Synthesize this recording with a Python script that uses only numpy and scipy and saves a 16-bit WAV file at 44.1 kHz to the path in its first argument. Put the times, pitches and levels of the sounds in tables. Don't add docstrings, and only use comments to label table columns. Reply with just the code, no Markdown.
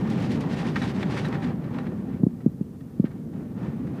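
import sys
import numpy as np
from scipy import signal
from scipy.fft import rfft, irfft
from scipy.io import wavfile
from scipy.ndimage import uniform_filter1d

SR = 44100
rng = np.random.default_rng(int(sys.argv[2]) if len(sys.argv) > 2 else 0)


def unload_audio(sound):
    columns = np.transpose(np.atleast_2d(sound))
    steps = np.round(np.clip(columns, -1, 1) * 32767)
    wavfile.write(sys.argv[1], SR, steps.astype(np.int16))


N = 176400

# t/s, level/dB
RUMBLE_FADER = [(0, -25), (.7, -27), (1.48, -27), (1.56, -29.5), (2.2, -30.5), (2.36, -35), (2.55, -37),
                (2.92, -40), (3.1, -35), (3.3, -34.5), (3.55, -32.5), (3.7, -29.5), (4, -31.5)]
RUSH_FADER = [(0, -40), (.2, -39), (.38, -39), (.45, -40.5), (.66, -37), (.74, -43), (.84, -38.5),
              (.95, -40), (1.19, -36.5), (1.39, -41), (1.47, -39), (1.55, -47.5), (1.79, -41),
              (1.92, -48.5), (2.15, -50), (2.24, -58.5), (2.42, -56.5), (2.58, -61.5), (2.95, -60),
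              (3.1, -54.5), (3.31, -59.5), (3.36, -48.5), (3.54, -55.5), (3.63, -41.5), (3.7, -48),
              (3.8, -50), (3.91, -50), (4, -41.5)]
HISS_FADER = [(0, -61.5), (.12, -48), (.21, -47.5), (.27, -51.5), (.34, -45.5), (.45, -57.5), (.55, -45.5),
              (.68, -45.5), (.74, -53.5), (.84, -44), (.95, -53), (1.18, -45), (1.39, -63), (1.44, -46),
              (1.54, -73), (1.8, -68), (2.2, -101), (3.3, -86), (3.63, -72), (3.8, -79), (4, -67)]

# f/Hz, relative level/dB
RUMBLE_TONE = [(20, -41), (40, -48.5), (62, -17), (90, -12), (125, -2), (170, -0.5), (240, -1), (320, -9.5),
               (450, -18), (700, -32), (1500, -68.5), (6000, -94)]
DRONE_TONE = [(20, -26.5), (40, -16.5), (65, 0), (110, 0), (200, -12), (500, -40), (5000, -91)]
RUSH_TONE = [(150, -10.5), (350, 6.5), (550, 0.5), (800, 0.5), (1200, -4.5), (1900, -10.5), (2800, -18),
             (4500, -27.5), (8000, -38), (15000, -74)]
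HISS_TONE = [(700, -23), (1800, 8), (3000, 3), (5000, -3.5), (7000, -11.5), (10000, -17.5), (15000, -39)]
TICK_TONE = [(1000, -6), (2500, 8), (5000, 4), (8000, -6.5), (11000, -7), (15000, -25)]
RATTLE_TONE = [(300, -14), (900, 0.5), (1700, 2), (2300, -4), (2900, -9.5), (4000, -12), (6000, -24.5),
               (9000, -35), (15000, -44)]
THUMP_TONE = [(20, -71.5), (60, -44.5), (110, -5.5), (190, 3.5), (260, -1), (350, -10.5), (560, -26),
              (800, -45), (1500, -67.5), (5000, -105)]
SNAP_TONE = [(250, -16), (600, 15.5), (1300, -4), (1900, -37), (5000, -43.5)]
FLOOR_TONE = [(100, 0.23), (3000, 0.17), (8000, -0.9), (15000, -.8)]

# f/Hz, width/Hz, gain/dB
CABIN_MODES = [(502.7, 5.3, 8.5), (591, 12, -0.5), (789, 10.6, 1.5), (1160, 12, 0), (1814, 12, 6.5)]
PANEL_MODES = [(1300, 77, -5), (1580, 34, -0.5), (1867, 61, 2), (2255, 56, 1.5), (3450, 120, -2.5)]
METAL_MODES = [(3882, 41, 8.5), (4030, 79, -16), (5550, 160, -12), (7920, 77, -15)]

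# t/s, level/dB
TICK_CUES = [(.1, -43.5), (.2, -46), (.222, -45), (0.317, -38.5), (.405, -42.5), (1.255, -45),
             (1.283, -46.5), (2.806, -64), (3.871, -60)]
# t/s, level/dB, attack/s, decay/s
RATTLE_CUES = [(0.757, -26.5, .001, 0.014), (.815, -28.5, .005, 0.016), (1.027, -27, .001, 0.0066),
               (1.122, -34, .001, .006), (1.165, -25.5, 0.0098, 0.016), (1.245, -28, .008, 0.01),
               (1.326, -32.5, .001, 0.0059), (1.339, -28.5, .008, 0.012), (1.419, -39.5, .006, 0.039),
               (1.637, -40.5, .006, 0.01), (1.735, -40, .006, 0.014), (1.784, -29.5, .002, 0.0043),
               (1.867, -45, .001, 0.0088), (2.125, -47, .02, .02), (2.402, -46.5, .01, 0.0091),
               (2.805, -49, .002, 0.0053), (3.048, -30.5, .02, 0.0095), (3.106, -51.5, .004, 0.013),
               (3.336, -52.5, .001, .005), (3.869, -45.5, .002, 0.0069)]
# t/s, level/dB
CLINK_CUES = [(.818, -36), (1.25, -40.5), (1.785, -52)]
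# t/s, peak level/dB, pitch ratio, snap level/dB
THUMP_CUES = [(2.2335, -6, 0.96, -28.5), (2.2662, -9, 1.09, -41), (2.4617, -6, 1.07, -52),
              (2.4738, -18, 0.82, -68.5), (2.61, -14.5, 0.98, -53), (2.9973, -7.5, 0.98, -63),
              (3.0414, -11, 1.1, -35)]

CLICK_ATTACK_S = .0005


def undb(db):
    return 10 ** (np.asarray(db) / 20)


def unit(x):
    return x / np.std(x)


def fader(rows):
    return undb(np.interp(np.arange(N) / SR, *np.array(rows).T))


def response(tone):
    hz, db = np.array(tone).T
    bin_hz = np.maximum(np.arange(N // 2 + 1) * SR / N, 1)
    gain = undb(np.interp(np.log(bin_hz), np.log(hz), db))
    cepstrum = irfft(np.log(gain), N)
    cepstrum[1:N // 2] *= 2
    cepstrum[N // 2 + 1:] = 0
    return irfft(np.exp(rfft(cepstrum)), N)


def equalise(x, tone):
    return unit(irfft(rfft(x) * rfft(response(tone)), N))


def noise(tone):
    return equalise(rng.standard_normal(N), tone)


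def flutter(spread_db, rate_hz):
    hold = int(SR / rate_hz)
    steps = np.repeat(rng.standard_normal(N // hold + 1), hold)
    drift = uniform_filter1d(uniform_filter1d(steps, hold), hold)
    return undb(spread_db * unit(drift[:N]))


def burst(start, attack_s, decay_s):
    age = np.maximum(np.arange(N) / SR - start, 0)
    return (1 - np.exp(-age / attack_s)) * np.exp(-age / decay_s)


def ring(x, modes):
    return sum(undb(db) * signal.lfilter(*signal.iirpeak(hz, hz / width, fs=SR), x)
               for hz, width, db in modes)


def contacts(per_second=6600):
    strength = rng.standard_normal(N)
    return (rng.random(N) < per_second / SR) * strength


def wheel_rumble():
    shake = noise(RUMBLE_TONE)
    shake /= np.sqrt(uniform_filter1d(shake ** 2, size=4000))
    return shake * fader(RUMBLE_FADER) * flutter(spread_db=.97, rate_hz=20)


def hull_drone(level_db=-49):
    return undb(level_db) * noise(DRONE_TONE)


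def rushing_air():
    rush = noise(RUSH_TONE) * fader(RUSH_FADER) * flutter(spread_db=1.02, rate_hz=40.55)
    hiss = noise(HISS_TONE) * fader(HISS_FADER) * flutter(spread_db=3.1, rate_hz=60.5)
    grain = flutter(spread_db=.94, rate_hz=350)
    return (rush + hiss) * grain + ring(rush, CABIN_MODES)


def trim_ticks():
    envelope = sum(undb(db) * burst(t, CLICK_ATTACK_S, decay_s=.0064) for t, db in TICK_CUES)
    return equalise(contacts(), TICK_TONE) * envelope


def panel_rattles():
    envelope = sum(undb(db) * burst(t, attack, decay) for t, db, attack, decay in RATTLE_CUES)
    chatter = equalise(contacts(), RATTLE_TONE) * envelope
    return chatter + ring(chatter, PANEL_MODES)


def metal_clinks():
    envelope = sum(undb(db) * burst(t, CLICK_ATTACK_S, decay_s=.013) for t, db in CLINK_CUES)
    return unit(ring(contacts(), METAL_MODES)) * envelope


def joint_thumps():
    knock = response(THUMP_TONE)[:SR // 10]
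    knock /= np.abs(knock).max()
    snap = noise(SNAP_TONE)
    out = np.zeros(N)
    for t, peak_db, pitch, snap_db in THUMP_CUES:
        playhead = (np.arange(N) - t * SR) * pitch
        out += undb(peak_db) * np.interp(playhead, np.arange(len(knock)), knock, left=0, right=0)
        out += undb(snap_db) * snap * burst(t, CLICK_ATTACK_S, decay_s=.0026)
    return out


def scene():
    bed = wheel_rumble() + hull_drone() + rushing_air()
    fittings = trim_ticks() + panel_rattles() + metal_clinks()
    return (bed + fittings + joint_thumps())[None]


def record(dry):
    floor_db, top_hz = -66.5, 15250
    noise_floor = undb(floor_db) * noise(FLOOR_TONE)
    high_cut = signal.ellip(12, .2, 80, top_hz, fs=SR, output="sos")
    return signal.sosfilt(high_cut, dry + noise_floor)


dry = scene()
out = record(dry)
unload_audio(out)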